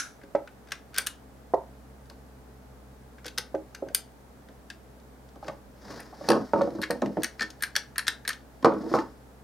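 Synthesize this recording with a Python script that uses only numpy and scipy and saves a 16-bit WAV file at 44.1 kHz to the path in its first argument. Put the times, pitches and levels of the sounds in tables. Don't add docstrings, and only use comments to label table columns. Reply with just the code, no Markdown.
import sys
import numpy as np
from scipy import signal
from scipy.fft import rfft, irfft
from scipy.io import wavfile
from scipy.ndimage import uniform_filter1d

SR = 44100
rng = np.random.default_rng(int(sys.argv[2]) if len(sys.argv) > 2 else 0)


def master(y):
    cut = np.clip(np.atleast_2d(y).T, -1, 1)
    pcm = np.round(cut * 32767)
    wavfile.write(sys.argv[1], SR, pcm.astype(np.int16))


def level_to_linear(level):
    exponent = np.asarray(level, float) / 20
    return 10 ** exponent


N = 415863

# f/Hz, level/dB [dB per Hz]
CLACK_TAIL = [(530, -41), (900, -32), (1400, 1.5), (1630, -0.5), (1880, -15), (2170, -12.5), (3340, -18.5),
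              (3800, -13), (4660, -18.5), (5910, -6.5), (8340, -23), (10200, -16), (15500, -46)]
# f/Hz, level/dB [dB per Hz]
WASH = [(12, -65), (30, -20), (48, -3), (80, -20), (110, -8.5), (166, -13), (252, -5.5), (352, -13.5),
        (427, -11), (491, -11.5), (857, -14.5), (985, -18.5), (1580, -22), (2680, -31.5), (13100, -37.5),
        (15500, -39.5)]
# f/Hz, likeness [-1 to 1]
SIDE_LIKENESS = [(60, 0.072), (240, 0.84), (950, 0.24), (3770, 0.055), (15000, 0.46)]
# t/s, level/dB
HUM_LEVEL = [(0, -66), (.5, -60), (1.2, -58), (1.7, -54), (3.2, -55), (4.2, -59), (5.3, -56), (6, -58),
             (7.5, -58), (8.6, -58), (9.43, -57)]
# f/Hz, level/dB
HUM_TONES = [(63.5, 1.5), (127, -8), (133, -7), (200, -8), (260, -14), (437, -11)]

# f/Hz, level/dB, time to fall 60 dB [s]
STEEL_EARLY = [(1580, -20, 0.0093), (1560, 4.5, 0.019), (1920, -4, 0.0072), (2810, -16, 0.019),
               (3660, -1, 0.0057), (4560, -4.5, 0.0081), (5420, -7.5, 0.01), (6190, -9, 0.017),
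               (7300, 1, 0.006), (9140, 4.5, 0.012), (10100, -3, 0.0045), (11550, -14, 0.0043)]
# f/Hz, level/dB, time to fall 60 dB [s]
STEEL_LATE = [(1693, 10.5, 0.023), (1811, 3, 0.065), (1496, 0, 0.022), (1292, -0.5, 0.018),
              (2360, -14, 0.025), (3170, -23, 0.047), (4070, -8, 0.0071), (4350, -5, 0.016),
              (5300, -10, 0.015), (6320, 1, 0.0043), (6980, -9, .012), (8920, 12.5, 0.044),
              (10140, 11.5, 0.0091), (11600, 11, 0.005)]
# f/Hz, level/dB, time to fall 60 dB [s]
STEEL_JOLT = [(1650, 1, 0.024), (1820, 4, 0.018), (2630, 13, 0.013), (4680, 7.5, 0.023), (5100, 5, 0.011),
              (5650, 13, 0.0085), (9600, 8, 0.0022), (11780, -12, 0.014)]
# from f/Hz, to f/Hz, time to fall 60 dB [s], level/dB re strong rings
FIZZ_FAMILIES = [
    (1210, 2440, 0.074, 1),
    (2600, 6400, 0.027, 1.5),
    (7900, 14600, 0.006, 2),
]
# t/s, middle level/dB, hollow level/dB re middle
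TOUCHES_EARLY = [(0.2134, -65, 21.5), (0.2336, -51, 9.5), (0.3515, -42, 10), (0.4741, -45.5, 11),
                 (0.672, -53, 7), (0.6857, -48, 2), (0.707, -44, 1), (0.932, -55, 11), (0.952, -36, 3),
                 (0.969, -43, -5), (1.0, -44, 5), (1.54, -44, 2), (2.0562, -55, -5), (3.1825, -55.5, 14.5),
                 (3.2446, -38, 2), (3.5478, -46, 11), (3.8853, -43.5, 7), (4.4858, -49.5, 5),
                 (4.9987, -55, -12), (5.288, -52, -6), (5.3566, -53, -3), (5.4426, -48.5, 8),
                 (5.481, -33.5, 4)]
# t/s, middle level/dB, hollow level/dB re middle
TOUCHES_LATE = [(5.8806, -46, 5), (5.993, -49, 15), (6.009, -51, 13), (6.2403, -52, 13), (6.331, -34, 4),
                (6.0307, -51, -17), (6.5336, -43, 12), (6.6155, -33.5, 1), (6.7037, -46, -1),
                (7.0187, -31.5, 4), (7.0587, -36, 2), (7.1679, -57.5, 22), (7.606, -42, 4),
                (7.9579, -36, 7.5), (8.068, -24, 2), (8.25, -38, 10.5), (8.33, -30, -17),
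                (8.6255, -40.5, 2.5), (8.72, -58, 6), (8.737, -46, -2), (8.9164, -57, 7),
                (8.9381, -35, -13), (8.9876, -35, 10)]
# t/s, middle level/dB, hollow level/dB re middle, edge level/dB re middle, strongest f/Hz
CLACKS_EARLY = [(0.719, -21.5, 1, -10, 3650), (0.9428, -34, -2, -7, 2860), (0.9614, -28, 0, -12, 5170),
                (0.976, -23.5, 1, -15, 2880), (0.9827, -13.5, -1, 3, 2750), (1.0643, -28.5, -2, 1, 5380),
                (1.0689, -18.5, -5.5, 2, 2730), (2.0981, -38.5, -4.5, -9, 4250),
                (3.256, -32, -4, -29, 3340), (3.2633, -31, -1, -2, 5000), (3.2803, -28, -6, -12, 2630),
                (3.377, -20, -4, -30, 4400), (3.382, -15.5, -6.5, -4.5, 4400), (3.7474, -32, 1, -10, 6000),
                (3.947, -13.5, -10, 6, 5100), (4.7011, -30.5, 1.5, -13, 2600)]
# t/s, middle level/dB, hollow level/dB re middle, edge level/dB re middle
CLACKS_LATE = [(6.002, -45.5, 10, 8.5), (6.288, -13, -10, -8.5), (6.3023, -16.5, -2, -5),
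               (6.317, -20, 3.5, -13), (6.8157, -28.5, -1.5, -3), (6.823, -27, 2, -10),
               (6.8309, -29, 13, -15), (6.8364, -24.5, 8, -19), (6.906, -23, 3.5, -3),
               (7.22, -35.5, 0, -20), (7.233, -21, 0.5, 2.5), (7.243, -17.5, 0, -5),
               (7.3946, -28, 5.5, -34.5), (7.407, -21.5, 6.5, -19), (7.4187, -21, 3, -22),
               (7.427, -25.5, 3.5, -12), (7.503, -33.5, -27, -11), (7.623, -25, 7, 6.5),
               (7.635, -19, 4.5, -4.5), (7.7538, -19, 1, -15), (7.763, -10, -2.5, -10.5),
               (7.9809, -17.5, 2.5, 1.5), (7.991, -21.5, 2.5, -24), (8.0735, -29, -8, -5),
               (8.08, -10.5, -2.5, -9), (8.277, -17.5, -1, -3.5), (8.29, -19.5, 2, -3),
               (8.303, -28, 8, -30), (8.6456, -21, -4, -18), (8.656, -29, -5, -20)]
JOLT_RINGS = [5100, 4850, 4750, 2770]

# f/Hz, level/dB
TABLE = [(110, -1), (165, -21), (215, 0.5), (255, -2.5), (320, -0.5), (415, -6), (480, 1.5), (550, -0.5),
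         (630, -7.5), (710, -12), (800, -14.5), (900, -3.5), (1120, -5.5), (1270, -4.5), (1480, -2)]
# f/Hz, level/dB
STILL_TABLE = [(150, -10), (235, -23), (315, 0.5), (385, -3), (425, -5.5), (505, 0.5), (548, 7),
               (610, -1.5), (690, -9), (770, -11.5), (835, 3), (1007, -17), (1136, 7), (1300, -12)]
# t/s, level/dB, upper modes level/dB re knock, strongest f/Hz
KNOCKS = [(0.237, -42, -22, 400), (0.981, -38.5, -5, 430), (3.383, -38.5, -5, 500), (2.109, -49, -0.5, 208),
          (3.255, -37, -9, 500), (3.862, -35.5, -25, 334), (3.87, -37, -23.5, 550), (3.9, -42, -20, 606),
          (3.911, -39, -21, 570), (4.491, -44.5, -33, 627), (5.36, -41.5, -6.5, 700), (5.427, -39, 6, 596),
          (5.481, -27, -5.5, 620), (5.495, -37.5, 2.5, 560), (6.1256, -49, 7.5, 424), (6.134, -49, 7, 500),
          (6.24, -39, -5, 600), (6.21, -33.5, -9, 500), (7.409, -41.5, 1, 494), (0.72, -50, 1, 706),
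          (7.628, -51, -10, 700), (7.763, -43.5, 4, 690), (8.081, -42.5, -10, 730), (8.278, -41, -7, 702)]
# t/s, level/dB, upper modes level/dB re knock, strongest f/Hz
BUMPS = [(6.286, -14.5, -5, 418), (6.301, -11.5, -4.5, 478), (6.315, -22, -10, 330), (6.33, -17.5, -2, 507),
         (6.344, -23.5, -10, 260), (6.355, -30.5, 4, 520), (6.363, -20.5, -18, 514), (6.372, -24, -22, 250),
         (6.392, -29, -17, 218), (6.4, -27, -25, 111), (6.417, -24.5, -14, 252), (6.534, -13, -5, 505),
         (6.558, -19.5, -5, 523), (6.584, -19, -18, 540), (6.61, -14.5, -11.5, 544), (6.594, -24, -12, 325),
         (6.64, -23.5, -16, 332), (6.674, -23, -15.5, 307), (6.72, -31, -27, 320), (6.75, -27.5, -35, 325),
         (6.786, -24.5, -14, 224), (6.902, -17, -11, 490), (7.021, -15, -8.5, 358), (7.036, -30.5, -4, 300),
         (7.06, -30, -15, 428), (7.076, -24, -30, 250), (7.1, -30, -23, 260), (7.17, -19, -15.5, 485),
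         (7.186, -21.5, -28, 340), (6.925, -27, -16, 300), (6.955, -30, -21, 420)]
# t/s, level/dB, upper modes level/dB re knock, strongest f/Hz
GRAB = [(8.628, -29.5, -8, 277), (8.655, -11.5, 1.5, 465), (8.664, -12, -12, 342.5), (8.679, -20, -18, 320),
        (8.72, -18.5, -6.5, 422), (8.745, -26, -8.5, 320), (8.765, -29, -16, 304), (8.807, -28, -27, 258),
        (8.836, -30.5, -13, 318), (8.864, -27.5, -14, 318), (8.914, -22.5, -18, 343),
        (8.948, -19.5, -4, 320), (8.964, -25.5, 3, 317), (8.975, -25.5, -3, 320), (8.985, -23.5, -1.5, 333),
        (9.008, -39, 3, 320)]
# t/s, level/dB, left-right level/dB
THUDS = [
    (0.349, -11.5, -1.5),
    (1.5365, -11, -2),
    (3.5431, -18.5, -1.5),
    (3.8234, -22, -1.5),
    (8.6463, -3, -1),
    (8.9391, -9.5, -1.5),
]
# f/Hz, level/dB, time to fall 60 dB [s]
SPOT_FAR = [(318, -14, 0.1), (408, -6, 0.053), (478, -7, 0.036), (562.5, 3, 0.062), (604, -4.5, 0.047),
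            (836, -11, 0.075), (905, -11, 0.06), (1310, -13.5, 0.044), (2000, -16.5, 0.023)]
# f/Hz, level/dB, time to fall 60 dB [s]
SPOT_EDGE = [(250, -17, .05), (320, -15.5, 0.15), (420, 3.5, 0.048), (520, 9.5, 0.037), (642, 4, 0.046),
             (684, 5, 0.041), (765, -5, 0.064), (898, 2, 0.055), (965, -5.5, 0.056), (1160, -9.5, 0.04),
             (1914, -19, 0.039)]
# f/Hz, level/dB, time to fall 60 dB [s]
SPOT_NEAR = [(235, -17, 0.054), (314, -9, 0.21), (385, -2.5, 0.1), (505, -15, 0.034), (554, 3.5, 0.075),
             (620, -2.5, 0.072), (700, -12, 0.098), (822, -11.5, 0.082), (1200, -16, 0.046),
             (1560, -33, 0.033)]
# f/Hz, level/dB, time to fall 60 dB [s]
SPOT_NEAR_AGAIN = [(234, -22, 0.039), (318, -6, 0.089), (382, -1.5, .08), (505, -16, 0.038),
                   (550, 3.5, 0.06), (620, -8, .06), (810, -14.5, 0.085), (1310, -22, 0.038)]
# f/Hz, level/dB, time to fall 60 dB [s]
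SPOT_GRAB = [(201, -7, 0.036), (276, -15, 0.12), (323, -6.5, 0.11), (425, -4, 0.058), (468, 3, 0.054),
             (512, -0.5, 0.067), (630, -1, 0.079), (700, -2, .06), (775, 1.5, 0.077), (920, -9, 0.045),
             (974, 0.5, 0.043), (1107, 8.5, 0.029), (1303, -9, 0.044), (1710, -13, 0.032)]
# t/s, rumble level/dB
DRAGS = [
    [(5.35, -94.5), (5.456, -46), (5.6, -66)],
    [(5.72, -68), (5.93, -46), (6.09, -57), (6.17, -60), (6.29, -40)],
    [(6.288, -25), (6.38, -31), (6.44, -53), (6.474, -57), (6.53, -68)],
    [(6.53, -34), (6.6, -28), (6.66, -36), (6.7, -38), (6.74, -45), (6.8, -37.5), (6.85, -51), (6.9, -55)],
    [(6.9, -42), (6.96, -46), (7.01, -46), (7.04, -31), (7.1, -39), (7.16, -48), (7.19, -38), (7.27, -50)],
    [(7.39, -47), (7.44, -42.5), (7.49, -60)],
    [(8.64, -26), (8.688, -28), (8.76, -32), (8.81, -40.5), (8.87, -37.5), (8.925, -47), (8.96, -29),
     (9.02, -42.5), (9.12, -57)],
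]
# f/Hz, slope [dB per octave]
DRAG_PITCH = [(393, 6), (320, 3), (300, 24), (320, 13), (260, 13), (260, 13), (318, 6)]
# f/Hz, level/dB [dB per Hz]
RUSTLE = [(710, -3.5), (1200, -10), (1350, -10), (1760, -8.5), (2680, -27), (5100, -12), (8040, -30),
          (15000, -34)]
# middle t/s, half length t/s, level/dB
SWEEPS = [
    (5.484, 0.049, -54),
    (5.95, 0.11, -46.5),
    (6.306, 0.11, -47),
    (6.594, 0.1, -54.5),
    (6.9, 0.75, -59),
    (8.872, 0.22, -54.5),
    (8.947, 0.044, -41.5),
]

# f/Hz, time to fall 60 dB [s]
ROOM = [(250, 0.19), (1000, 0.26), (4000, 0.22), (9000, 0.18), (15000, 0.11)]
# f/Hz, left lead [units of 1.6 rad]
PORTS_PHASE = [(0, 0), (340, -0.3), (1120, 0.2), (4740, -0.0), (6630, 0.2), (7320, -0.1), (8960, 0.5),
               (11000, 0.6), (11500, -0.0), (12600, 0.9), (14500, -0.0), (16100, -0.0)]
# f/Hz, left-right level/dB
PORTS_LEVEL = [(60, 3), (130, 4), (290, 0), (640, -1.5), (1410, 1.5), (3100, 3.5), (6820, 2.5), (15000, -2)]


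def evened(x):
    return x / np.sqrt(np.mean(x ** 2) + 1e-20)


def peaked(x):
    return x / np.sqrt(uniform_filter1d(x ** 2, size=200).max() + 1e-20)


def read(points, hz):
    f, value = np.transpose(points)
    return np.interp(np.log(hz + 1), np.log(f + 1), value)


def add(mix, s, sound, pan_db):
    part = mix[:, max(round(s * SR), 0):][:, :len(sound)]
    sides = level_to_linear(np.array([[pan_db / 2], [-pan_db / 2]]))
    part += sides * sound[:part.shape[1]]


def coloured(points, count):
    spectrum = rfft(rng.standard_normal(count))
    return evened(irfft(spectrum * level_to_linear(read(points, np.fft.rfftfreq(count, 1 / SR))), count))


def ring(hz, db, t60, contact, seconds, scatter=1, rise=1e-4):
    t = np.arange(round(seconds * SR))[:, None] / SR
    fade = level_to_linear(db - 60 * t / np.maximum(t60, .003))
    modes = fade * np.sin(2 * np.pi * (hz * t + scatter * rng.random(len(hz))))
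    start = (1 - np.exp(-t[:, 0] / rise)) ** 2
    end = np.cos(np.pi / 2 * t[:, 0] / seconds)
    return peaked(signal.fftconvolve(modes.sum(1) * start * end, contact))


def clack_tail():
    t = np.arange(round(.3 * SR)) / SR
    fade = level_to_linear(-33.0 - 60 * t / 0.042) + level_to_linear(-33.5 - 60 * t / 0.28)
    common, left, right = (coloured(CLACK_TAIL, count=len(t)) for _ in range(3))
    tail = fade * (common + 0.79 * np.array([left, right]))
    return np.pad(tail, ((0, 0), (0, N - len(t))))


def wash():
    level_db, hiss_edge_hz = -53, 15900
    hz = np.fft.rfftfreq(N, 1 / SR)
    a, b = rfft(rng.standard_normal((2, N)), axis=1)
    same = np.clip(read(SIDE_LIKENESS, hz), -1, 1)
    sides = np.array([a, same * a + np.sqrt(1 - same ** 2) * b])
    spectrum = sides * level_to_linear(read(WASH, hz)) * (hz < hiss_edge_hz)
    return level_to_linear(level_db) * evened(irfft(spectrum, N, axis=1))


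def hum():
    t = np.arange(N) / SR
    s, db = np.transpose(HUM_LEVEL)
    drift = 1 + 0.00716 * sum(np.sin(2 * np.pi * (f * t + rng.random())) for f in (.13, .37, .9))
    turns = np.cumsum(drift) / SR
    tones = sum(level_to_linear(tone_db) * np.sin(2 * np.pi * (hz * turns + rng.random()))
                for hz, tone_db in HUM_TONES)
    return np.sqrt(2) * level_to_linear(np.interp(t, s, db)) * tones


def touches(rows):
    edges_db, edges_slope, ring_hz = -60, .6, 3550
    spread = rng.uniform(.75, 1.4, len(rows))
    return [(s, db, hollow_db, edges_db - db + edges_slope * (db + 46.5), ring_hz * k)
            for (s, db, hollow_db), k in zip(rows, spread)]


def clicks(rows, steel, fill_db, top_db):
    contact_s, harder_shorter = .0019, 0.35
    lead_s, lead_db = .002, -27.5
    strike_s = .008
    out = np.zeros((2, N))
    hz, db, t60 = np.transpose(steel)
    t = np.arange(2400) / SR
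    bands = [signal.butter(2, f[:2], "bandpass", fs=SR, output="sos") for f in FIZZ_FAMILIES]
    for s, mid_db, hollow_db, edge_db, top_hz in rows:
        span = contact_s * level_to_linear(-harder_shorter * max(mid_db + 24.5, 0))
        late = np.maximum(t - strike_s, 0)
        strike = (late / span) * np.exp(-1.5 * late / span) * .6
        rub = level_to_linear(lead_db - 17) * np.exp(-abs(t - strike_s) / lead_s)
        force = strike + rub
        spot_db = db + 3 * rng.standard_normal(len(hz))
        tune = hz * (1 + 0.011 * rng.standard_normal(len(hz)))
        named = np.array([np.append(tune, top_hz), np.append(spot_db, top_db), np.append(t60, .006)])
        sound = 0
        levels_db = (hollow_db, 0, edge_db)
        for (lo_hz, hi_hz, fizz_t60, fizz_db), band, level_db in zip(FIZZ_FAMILIES, bands, levels_db):
            family = named[:, (named[0] >= lo_hz) & (named[0] < hi_hz)]
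            chatter = force * rng.standard_normal(len(t))
            waves = np.exp(2j * np.pi * t[:800, None] * family[0])
            reach = abs(chatter[:800] @ waves) / np.linalg.norm(chatter)
            even_db = family[1] - 20 * np.log10(np.maximum(reach, .25))
            strong = ring(family[0], even_db, family[2], chatter, seconds=.05)[:len(t)]
            fade = np.sqrt(abs(signal.lfilter([1], [1, -level_to_linear(-120 / (fizz_t60 * SR))], force ** 2)))
            fizz = peaked(fade * rng.standard_normal(len(t)))
            both = strong + level_to_linear(fizz_db + fill_db) * fizz
            sound = sound + level_to_linear(level_db) * peaked(signal.sosfilt(band, both))
        add(out, s - strike_s - 0.27 * span, level_to_linear(mid_db - 9.5) * sound, 0)
    return out


def dying_noise(count, t60, lo_hz, hi_hz):
    band = signal.butter(2, [lo_hz, hi_hz], "bandpass", fs=SR, output="sos")
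    fade = level_to_linear(-60 * np.arange(count) / (t60 * SR))
    return peaked(signal.sosfilt(band, fade * rng.standard_normal(count)))


def knocks(rows, t60, pan_db, bass_db, upper_hz, table, rise):
    struck_db = 4
    upper_slope_db = 10
    thud_db, thud_t60 = -12, 0.05
    crack_db, crack_t60 = -11, 0.023
    out = np.zeros((2, N))
    hz, db = np.transpose(table)
    t = np.arange(700) / SR
    low = hz < 750
    for s, level_db, hard_db, top_hz in rows:
        blow = .06 * rng.standard_normal(700) * np.exp(-(t / .007) ** 2)
        blow[0] = 1
        blow = np.convolve(blow, np.hanning(38))
        octaves = np.log2(hz / top_hz)
        slope_db = bass_db * np.minimum(octaves, 0) - 3 * np.maximum(octaves, 0)
        spot_db = db + slope_db + rng.standard_normal(len(hz))
        tune = hz * (1 + 0.014 * rng.standard_normal(len(hz)))
        low_hz, low_db = np.append(tune[low], top_hz), np.append(spot_db[low], struck_db)
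        sound = ring(low_hz, low_db, t60, blow, seconds=.1, scatter=.15, rise=rise)
        upper_db = (spot_db - upper_slope_db * abs(np.log2(hz / upper_hz)))[~low]
        upper = ring(tune[~low], upper_db, 0.38 * t60, blow, seconds=.1, scatter=0.59, rise=0.5 * rise)
        sound += level_to_linear(hard_db + 1.0) * upper
        sound += level_to_linear(thud_db) * dying_noise(len(sound), thud_t60, 0.61 * top_hz, 1.57 * top_hz)
        crack = dying_noise(len(sound), crack_t60, 0.47 * upper_hz, 1.3 * upper_hz)
        sound += level_to_linear(hard_db + crack_db) * crack
        add(out, s, level_to_linear(level_db - 3.5) * sound, pan_db)
    return out


def thuds():
    out = np.zeros((2, N))
    spots = (SPOT_FAR, SPOT_EDGE, SPOT_NEAR, SPOT_NEAR_AGAIN, SPOT_GRAB, SPOT_GRAB)
    rises = (.00099, .00099, .00099, .00099, .0003, .0003)
    for (s, level_db, pan_db), spot, rise in zip(THUDS, spots, rises):
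        hz, db, t60 = np.transpose(spot)
        sound = ring(hz, db, t60, np.hanning(16), seconds=.15, scatter=0, rise=rise)
        add(out, s, level_to_linear(level_db - 4) * sound, pan_db)
    return out


def drags():
    out = np.zeros((2, N))
    hz, db = np.transpose(TABLE)
    for rows, (top_hz, slope_db) in zip(DRAGS, DRAG_PITCH):
        s, rumble_db = np.transpose(rows)
        t = np.arange(s[0], s[-1], 1 / SR)
        slips = rng.standard_normal(len(t)) * level_to_linear(2.2 * rng.exponential(1, len(t)))
        slips = slips * (rng.random(len(t)) < 2200 / SR)
        slips = np.convolve(slips, np.hanning(40), "same")
        drag_db = db - slope_db * abs(np.log2(hz / top_hz))
        rumble = evened(ring(hz, drag_db, 0.12, slips, seconds=.1)[:len(t)])
        pressure = level_to_linear(np.interp(t, s, rumble_db)) * signal.windows.tukey(len(t), .06)
        add(out, s[0], pressure * rumble, -.8)
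    return out


def rustle():
    fall_db = -7.5
    t = np.arange(N) / SR
    grain = level_to_linear(3.5 * evened(uniform_filter1d(rng.standard_normal(N), size=500)))
    swell = sum(level_to_linear(db + fall_db * ((t - s) / half) ** 2) for s, half, db in SWEEPS)
    return np.tile(swell * evened(grain * coloured(RUSTLE, count=N)), (2, 1))


def room(x):
    length = SR // 3
    taps = np.zeros((6, length))
    at = np.arange(130, length - 20, 20) + rng.integers(0, 20, (6, (length - 131) // 20))
    np.put_along_axis(taps, at, rng.choice([-1., 1.], at.shape), 1)
    taps[:] += 1.5 * np.repeat(taps[::2], 2, axis=0)
    hz, t, z = signal.stft(taps, SR, nperseg=256)
    tails = signal.istft(z * level_to_linear(-60 * t / read(ROOM, hz)[:, None]), SR, nperseg=256)[1]
    tails /= np.linalg.norm(tails, axis=1, keepdims=True)
    turn = 2 * np.pi * (3.1 * np.arange(N) / SR + np.arange(3)[:, None] / 3)
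    shares = np.sqrt(2 / 3) * np.cos(turn) * x.mean(0)
    return sum(signal.oaconvolve(shares[k][None], tails[2 * k:2 * k + 2], axes=1)[:, :N]
               for k in range(3))


def ports(x):
    hz = np.fft.rfftfreq(N, 1 / SR)
    half = level_to_linear(read(PORTS_LEVEL, hz) / 2) * np.exp(.8j * read(PORTS_PHASE, hz))
    bass_cut = signal.butter(3, 125, "highpass", fs=SR, output="sos")
    carried = signal.sosfilt(bass_cut, x)
    top_cut = 1 / np.sqrt(1 + (hz / 14600) ** 20)
    return irfft(rfft(carried, axis=1) * np.array([half, 1 / half]) * top_cut, N, axis=1)


def scene():
    jolts = [row + (hz,) for row, hz in zip(CLACKS_LATE[:4], JOLT_RINGS)]
    late = [row + (4480 * rng.uniform(0.94, 1.04),) for row in CLACKS_LATE[4:]]
    steel = clicks(CLACKS_EARLY + touches(TOUCHES_EARLY), STEEL_EARLY, fill_db=5, top_db=-1)
    steel = steel + clicks(late + touches(TOUCHES_LATE), STEEL_LATE, fill_db=2, top_db=6.5)
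    steel = steel + clicks(jolts, STEEL_JOLT, fill_db=-5, top_db=6.5)
    wood = knocks(KNOCKS, t60=.055, pan_db=0, bass_db=-5, upper_hz=850, table=STILL_TABLE, rise=.0011)
    wood = wood + drags() + rustle()
    wood = wood + knocks(BUMPS, t60=0.082, pan_db=-1.3, bass_db=5.5, upper_hz=997, table=TABLE, rise=.0005)
    wood = wood + knocks(GRAB, t60=0.082, pan_db=-1.3, bass_db=15, upper_hz=1160, table=TABLE, rise=.0005)
    firm = thuds()
    echoes = room(level_to_linear(-10.5) * steel + level_to_linear(-7.0) * wood + level_to_linear(-9.5) * firm)
    return ports(steel + wood + firm + echoes) + clack_tail() + wash() + hum()


def band_limit(x):
    return signal.sosfilt(signal.butter(12, 16520, fs=SR, output="sos"), x)


def record(dry):
    edge = signal.firwin(255, 16250, window=("kaiser", 9), fs=SR)[None]
    rounded = 1.174 * np.tanh(dry / 1.236)
    mix = signal.oaconvolve(rounded, edge, "same", axes=1)
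    return band_limit(mix)


dry = scene()
out = record(dry)
master(out)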